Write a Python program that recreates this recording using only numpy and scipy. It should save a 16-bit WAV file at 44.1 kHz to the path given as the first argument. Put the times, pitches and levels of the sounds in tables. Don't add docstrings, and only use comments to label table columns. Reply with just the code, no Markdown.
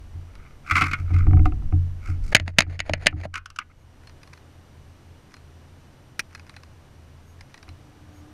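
import sys
import numpy as np
from scipy import signal
from scipy.fft import rfft, irfft
from scipy.io import wavfile
from scipy.ndimage import uniform_filter1d, minimum_filter1d, map_coordinates

SR = 44100
rng = np.random.default_rng(int(sys.argv[2]) if len(sys.argv) > 2 else 0)


def persist_wave(psi):
    counts = np.round(np.clip(psi, -1, 1) * 32767).astype(np.int16)
    wavfile.write(sys.argv[1], SR, np.atleast_2d(counts).T)


N = 367353


def amp(db):
    return 10 ** (np.asarray(db) / 20)


def unit(x):
    return x / np.sqrt(np.mean(x ** 2) + 1e-20)


def clock(size):
    return np.arange(size) / SR


def curve(rows):
    return np.interp(clock(N), *np.transpose(rows))


def wobble(rate):
    knots = rng.standard_normal(int(N * rate / SR) + 4)
    steps = np.linspace(0, len(knots) - 1, 8 * len(knots))
    return np.interp(clock(N) * rate, steps, map_coordinates(knots, [steps]))


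def add(track, start, sound):
    part = track[max(0, round(start * SR)):][:len(sound)]
    part += sound[:len(part)]


def impulse(spectrum, size=2048):
    hz, db = np.transpose(spectrum)
    gain = amp(np.interp(np.log(np.fft.rfftfreq(size, 1 / SR) + 1), np.log(hz), db))
    cepstrum = irfft(np.log(gain))
    cepstrum[1:size // 2] *= 2
    cepstrum[size // 2 + 1:] = 0
    return irfft(np.exp(rfft(cepstrum)))


def band(x, lo_hz, hi_hz):
    return signal.sosfilt(signal.butter(3, [lo_hz, hi_hz], 'band', fs=SR, output='sos'), x)


def noise(spectrum):
    body = impulse(spectrum, size=32768)
    return unit(signal.fftconvolve(rng.standard_normal(N + len(body) - 1), body, 'valid'))


def impacts(spectrum, times, levels_db, thud_db, crack_db, brighten, t60, ring_db, ring_t60,
            rise, grain_db, dulling=0, modes=110):
    track, t, body = np.zeros(N), clock(SR // 10), impulse(spectrum)
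    modes_hz = np.linspace(400, 7000, modes)[:, None]
    decay = amp(-60 * t / ring_t60 * np.maximum(1, modes_hz / 2500))
    for start, db, thud in np.broadcast(times, levels_db, thud_db):
        clumps = amp(grain_db * np.interp(t, t[::40], rng.standard_normal(len(t[::40]))))
        crackle = rng.standard_normal(len(t)) * clumps * amp(-60 * t / t60)
        hz = modes_hz + 30 * rng.standard_normal((modes, 1))
        partials = rng.standard_normal((modes, 1)) * np.sin(2 * np.pi * hz * t) * decay
        ring = amp(ring_db) * partials.sum(0) / np.sqrt(modes / 2)
        force = (crackle + ring) * (1 - np.exp(-t / rise))
        sound = signal.fftconvolve(force, body)[:len(t)]
        crack = crack_db + brighten * (db - max(levels_db)) - dulling * thud
        for lo_hz, hi_hz, band_db in [(90, 950, thud), (950, 3500, 0), (3500, 16000, crack)]:
            part = band(sound, lo_hz, hi_hz)
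            add(track, start, amp(db + band_db) * part / np.linalg.norm(part) * np.sqrt(SR / 100))
    return track


def friction(spectrum, middles, levels_db, lengths, treble_db, grain_db, grain_rate):
    grains = rng.standard_normal(N) * amp(grain_db * wobble(grain_rate))
    rub = unit(signal.fftconvolve(grains, impulse(spectrum))[:N])
    low_gain, high_gain = np.zeros((2, N))
    for middle, db, length, treble in np.broadcast(middles, levels_db, lengths, treble_db):
        swell = np.zeros(N)
        add(swell, middle - length / 2, amp(db) * np.hanning(round(length * SR)))
        low_gain = np.maximum(low_gain, swell)
        high_gain = np.maximum(high_gain, amp(treble) * swell)
    return low_gain * band(rub, 150, 2600) + high_gain * band(rub, 4900, 15500)


# (frequency [Hz], relative density [dB])
HUM_SPECTRUM = [(40, -29), (70, -20), (85, 4.5), (100, -16.5), (118, -22.5), (137, -9), (165, -30),
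                (300, -52.5), (600, -92)]
ROCKING_SPECTRUM = [(5, -31), (12, -6.5), (17, -5.5), (30, -9), (55, -11.5), (110, -28), (300, -40.5),
                    (600, -67), (1500, -100)]
# (time [s], level [dB])
ROCKING_LEVELS = [(0, -44), (.7, -45), (1.05, -35), (1.3, -13.5), (1.98, -38), (2.3, -25), (3.15, -22),
                  (3.5, -43), (4.3, -57.5), (8.33, -58.5)]

def hull(hum_db=-50):
    hum = amp(hum_db) * noise(HUM_SPECTRUM)
    return hum + amp(curve(ROCKING_LEVELS)) * noise(ROCKING_SPECTRUM)


# (frequency [Hz], relative density [dB])
AIR_SPECTRUM = [(60, -32), (110, 8), (170, 0), (300, -1.5), (400, -5.5), (800, -9), (1600, -13.5),
                (3200, -20), (6000, -24.5), (8000, -29.5), (11500, -33.5), (13000, -42), (15000, -44.5),
                (16000, -65.5)]

def lake_air(level_db=-54):
    return amp(level_db + 0.26 * wobble(3.4)) * noise(AIR_SPECTRUM)


# (frequency [Hz], level [dB])
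WHINE_TONES = [(2930, -77), (5855, -78.5), (8785, -80.5), (11715, -82), (14635, -86)]

def electronic_whine(blur_rad=1.6):
    return sum(amp(db) * unit(np.sin(2 * np.pi * hz * clock(N) + blur_rad * wobble(110)))
               for hz, db in WHINE_TONES)


# (frequency [Hz], level before thrust gain [dB])
MOTOR_TONES = [(300, -53.5), (738, -65.5), (1195, -71.5)]
# (time [s], gain [dB])
THRUST_GAIN = [(0, -22.5), (7.5, -25.5), (7.72, -6.5), (8.2, -1.5), (8.33, -2)]

def motor(waver_db=1.5, wash_db=-57):
    tones = sum(amp(db) * unit(np.sin(2 * np.pi * hz * clock(N) + .6 * wobble(25)))
                for hz, db in MOTOR_TONES)
    waver = amp(waver_db * wobble(4.7))
    wash = amp(wash_db) * noise(AIR_SPECTRUM)
    return amp(curve(THRUST_GAIN)) * (waver * tones + wash)


# (time [s], boom level [dB], knock level [dB])
DECK_BLOWS = [(.14, -27, -60), (.712, -19, -40.5), (.811, -20.5, -24.5), (.99, -21, -50.5),
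              (1.036, -27, -72), (1.105, -15, -37), (1.139, -13, -40), (1.268, -7, -28.5),
              (1.309, -8, -32.5), (1.332, -9.5, -26), (1.37, -13, -31.5), (1.394, -8, -30),
              (1.456, -21, -16.5), (1.521, -23.5, -34.5), (1.622, -32.5, -42), (1.724, -10, -32),
              (2.085, -17, -44), (2.4, -4.5, -33.5), (2.665, -10.5, -29.5), (2.894, -9.5, -23),
              (3.126, -8, -20), (3.165, -5, -36), (7.68, -39.5, -44)]
# (frequency [Hz], relative level [dB], decay time T60 [s])
DECK_MODES = [(88.08, 0.5, 0.6), (139.6, -8.5, 0.59), (201.9, -10.5, 0.15), (261, -8.5, 0.17),
              (302.2, 0, 0.17), (347, -12, 0.17), (734, -16, 0.038), (742, 2, 0.065), (748.4, -12, 0.039),
              (1038, -21, 0.056), (1220, -21.5, 0.085)]
# (frequency [Hz], relative level [dB])
TICK_SPECTRUM = [(400, -40), (850, -7.5), (1300, 8), (1500, -2.5), (1750, -12.5), (2200, -3.5),
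                 (2700, -13.5), (3300, -29.5), (8000, -60.5)]

def deck(heave_hz=37.88, heave_db=-3.5, heave_t60=.12, tick_db=-1, tick_t60=0.018, attack_s=0.008):
    track, t, carpet = np.zeros(N), clock(SR), impulse(TICK_SPECTRUM)
    hz, mode_db, t60 = np.transpose(DECK_MODES)[:, :, None]
    knock_share = np.clip(np.log(hz / hz[0]) / np.log(740 / hz[0]), 0, 1)
    onset = 1 - np.exp(-t / attack_s)
    rings = np.cos(2 * np.pi * hz * t) * amp(mode_db - 60 * t / t60) * onset
    heave = np.sin(2 * np.pi * heave_hz * t) * amp(heave_db - 60 * t / heave_t60) * onset
    tick_decay = amp(-60 * t[:SR // 20] / tick_t60)
    from_flaps = [(start, db + thud - 9, db + thud - 18.5) for start, db, thud in CAMERA_FLAPS]
    for start, boom_db, knock_db in list(DECK_BLOWS) + from_flaps:
        strength = amp(boom_db + knock_share * (knock_db - boom_db + 2 * rng.standard_normal(hz.shape)))
        add(track, start, strength[:, 0] @ rings + amp(boom_db) * heave)
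        tick = signal.fftconvolve(rng.standard_normal(len(tick_decay)) * tick_decay, carpet)
        add(track, start, amp(knock_db + tick_db) * tick / np.abs(tick).max())
    return track


# (mid time [s], level [dB], duration [s], treble gain [dB])
CARPET_SLIDES = [(0.423, -56.5, 0.41, -23), (0.799, -26, 0.35, -3.5), (0.967, -46, 0.22, -2),
                 (1.172, -43, 0.31, -7), (2.09, -46, 0.21, 4), (2.282, -54, 0.16, 17),
                 (3.362, -17.5, 0.067, -8), (3.61, -29.5, 0.057, -23), (3.709, -44.5, 0.04, -14)]
# (time [s], level [dB])
CARPET_SMACKS = [(0.709, -14), (.7544, -15), (.764, -14.5), (0.7772, -18), (.8084, -17), (.817, -15),
                 (.837, -23.5), (0.8618, -34.5), (0.9108, -27.5), (0.931, -18.5), (1.137, -35),
                 (1.1832, -38.5), (1.454, -32)]
# (frequency [Hz], relative level [dB])
WET_SPECTRUM = [(300, -12.5), (520, -35.5), (780, -21), (930, -23), (1120, -6.5), (1280, 3), (1520, -3.5),
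                (1760, -15.5), (2170, 0.5), (2650, -11.5), (3200, -22.5), (4700, -19.5), (7500, -28.5),
                (15000, -43)]

def fish_on_carpet():
    smacks = impacts(WET_SPECTRUM, *np.transpose(CARPET_SMACKS), thud_db=-10.5, crack_db=-19,
                     brighten=-0.24, t60=0.031, ring_db=-15, ring_t60=0.083, rise=0.0055, grain_db=3.5)
    return smacks + friction(WET_SPECTRUM, *np.transpose(CARPET_SLIDES), grain_db=5, grain_rate=200)


# (time [s], level [dB])
LURE_CLICKS = [(0.353, -53.5), (.671, -51), (4.0719, -50.5), (4.0947, -53), (4.2313, -49.5), (4.274, -53.5),
               (4.3347, -47), (4.3745, -54), (5.3402, -45.5), (5.3665, -52.5), (6.349, -39.5),
               (6.395, -47.5), (6.4948, -46), (6.5641, -43.5), (6.6331, -49), (7.4079, -44.5),
               (7.5416, -44.5), (7.576, -50), (7.6278, -47.5), (7.6894, -48)]
# (frequency [Hz], relative level [dB])
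LURE_SPECTRUM = [(300, -28), (900, -3), (1400, 5), (2500, 1.5), (3100, -12), (4100, -11), (4800, -8),
                 (5600, -8.5), (7500, -21.5), (10000, -20.5), (15000, -41)]
# (frequency [Hz], level re click [dB], decay time T60 [s])
HOOK_MODES = [(1940, -12, .04), (4080, -9, 0.078), (4820, -9, 0.044), (9900, -17, .05)]

def lure(finger_db=-14, finger_s=0.13):
    times, levels = np.transpose(LURE_CLICKS)
    track = impacts(LURE_SPECTRUM, times, levels, thud_db=-10, crack_db=-6.5, brighten=-0.17,
                    t60=0.014, ring_db=-1.5, ring_t60=.023, rise=0.0013, grain_db=5.5)
    t = clock(SR // 8)
    for start, click_db in LURE_CLICKS:
        grip = 1 + rng.normal(0, 0.038)
        for hz, ring_db, t60 in HOOK_MODES:
            envelope = amp(click_db + ring_db + rng.normal(0, 3.8) - 60 * t / t60)
            add(track, start, envelope * np.sin(2 * np.pi * hz * grip * t))
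    return track + friction(LURE_SPECTRUM, times, levels + finger_db, finger_s,
                            treble_db=2.5, grain_db=10, grain_rate=330)


# (time [s], level [dB], thud re level [dB])
CAMERA_FLAPS = [(2.3481, 8.5, -10), (2.3528, 4.5, -15), (2.3651, -5, -15), (2.3979, -15.5, -5),
                (2.4782, -16, -2.5), (2.585, 7.5, -9), (2.5884, 5.5, -15), (2.605, -1, -17),
                (2.62, -13.5, -12), (2.7919, -16, -11), (2.802, -8, -16.5), (2.8941, -14, 6.5),
                (2.935, -5, -5), (3.0601, -9.5, -3), (3.0675, 6, -12.5), (3.2523, -25.5, 12)]
# (mid time [s], level [dB], duration [s])
SCALE_SWEEPS = [(2.485, -27, 0.071), (2.727, -31, 0.13), (2.884, -31.5, 0.12), (3.028, -24, 0.079),
                (3.202, -31.5, 0.12), (3.248, -20.5, 0.041)]
# (frequency [Hz], relative level [dB])
HOUSING_SPECTRUM = [(200, -6), (400, -17), (630, -4), (1050, -19.5), (1500, -8), (2000, 0), (2450, -5.5),
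                    (3400, -13), (4700, -7), (5900, -15.5), (6700, -7), (7600, -25.5), (9300, -20),
                    (15000, -49.5)]
SCALE_SPECTRUM = [(200, -3.5), (400, 2), (650, 6), (1050, -5.5), (2000, 4.5), (3300, -9), (4500, -3.5),
                  (5800, -17.5), (6700, -10), (7700, -26), (9500, -18.5), (14000, -39)]

def fish_on_camera(slip_lag_s=0.019, slip_s=.15):
    times, db, thud = np.transpose(CAMERA_FLAPS)
    slaps = impacts(HOUSING_SPECTRUM, times, db, thud, crack_db=-12, brighten=0.17, dulling=0.32,
                    t60=0.012, ring_db=-29.5, ring_t60=.073, rise=0.00088, grain_db=-2)
    slip_db = -32 + 0.61 * (db - db.max())
    slips = friction(SCALE_SPECTRUM, times + slip_lag_s, slip_db, slip_s,
                     treble_db=-7.5, grain_db=7.5, grain_rate=100)
    sweeps = friction(SCALE_SPECTRUM, *np.transpose(SCALE_SWEEPS),
                      treble_db=-4.5, grain_db=3.5, grain_rate=220)
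    return slaps + slips + sweeps


# (time [s], level [dB])
ROD_CONTACTS = [(3.3398, -16.5), (3.355, -13), (3.375, -25.5), (3.4575, -25), (3.5013, -35), (3.56, -33),
                (3.587, -15)]
# (frequency [Hz], relative level [dB])
ROD_SPECTRUM = [(300, -17), (850, -12), (1200, 4), (1500, 5.5), (1800, -8), (2250, -6), (2900, -3.5),
                (3500, -15.5), (5800, -13.5), (8000, -23.5), (10000, -26), (15000, -48)]

def rod():
    return impacts(ROD_SPECTRUM, *np.transpose(ROD_CONTACTS), thud_db=-22.5, crack_db=-13.5,
                   brighten=-0.43, t60=0.022, ring_db=-25, ring_t60=0.14, rise=0.0011, grain_db=-3)


# (mid time [s], level [dB], fundamental [Hz])
BANK_CHIRPS = [(3.81, -70.5, 3276), (7.3, -66.5, 3260), (8.175, -64.5, 3280)]

def chirps(length_s=.1):
    track, t = np.zeros(N), clock(round(length_s * SR))
    arch = np.sin(np.pi * t / length_s)
    for middle, db, hz in BANK_CHIRPS:
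        pitch = hz * (1 + 0.006 * (arch - 1) + 0.039 * rng.standard_normal(len(t)))
        phase = 2 * np.pi * np.cumsum(pitch) / SR
        harmonics = np.sin(2 * phase) + 0.42 * np.sin(3 * phase) + 0.47 * np.sin(4 * phase)
        add(track, middle - length_s / 2, amp(db) * arch * harmonics)
    return track


# (time [s], level [dB])
HAND_CONTACTS = [(6.193, -24), (6.197, -27.5)]
# (frequency [Hz], relative level [dB])
SNAP_SPECTRUM = [(200, -19), (600, -23.5), (950, -20), (1350, -9.5), (1900, -8.5), (2550, -0.5),
                 (3100, -18), (4700, -10), (5600, -1), (7600, -22), (9500, -17.5), (15000, -30)]

def fish_in_hand():
    return impacts(SNAP_SPECTRUM, *np.transpose(HAND_CONTACTS), thud_db=-15.5, crack_db=-8,
                   brighten=-0.67, t60=0.021, ring_db=-23.5, ring_t60=0.057, rise=0.00029, grain_db=5.5)


def scene():
    background = hull() + lake_air() + electronic_whine() + motor()
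    landing = deck() + fish_on_carpet() + lure() + fish_on_camera() + rod()
    return (background + landing + chirps() + fish_in_hand())[None]


def record(dry, depth_db=16, hold_s=0.23, release_db_per_s=21, top_hz=15950, edge_hz=700):
    x, recovery = dry[0], release_db_per_s * clock(N)
    level_db = 20 * np.log10(np.abs(x) + 1e-9)
    cut_db = np.clip(3 * level_db, 0, depth_db)
    hold, ahead = round(hold_s * SR), SR // 80
    held_db = -minimum_filter1d(-cut_db, hold, origin=(hold - 1) // 2)
    duck_db = np.maximum.accumulate(held_db + recovery) - recovery
    early_db = np.pad(duck_db[ahead:], (0, ahead), 'edge')
    ducked = x * amp(-uniform_filter1d(early_db, ahead))
    saturated = ducked / (1 + np.abs(ducked / .95) ** 6) ** (1 / 6)
    low_pass = np.clip((top_hz - np.fft.rfftfreq(N, 1 / SR)) / edge_hz + .5, 0, 1)
    return irfft(rfft(saturated) * low_pass, N)[None]


dry = scene()
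out = record(dry)
persist_wave(out)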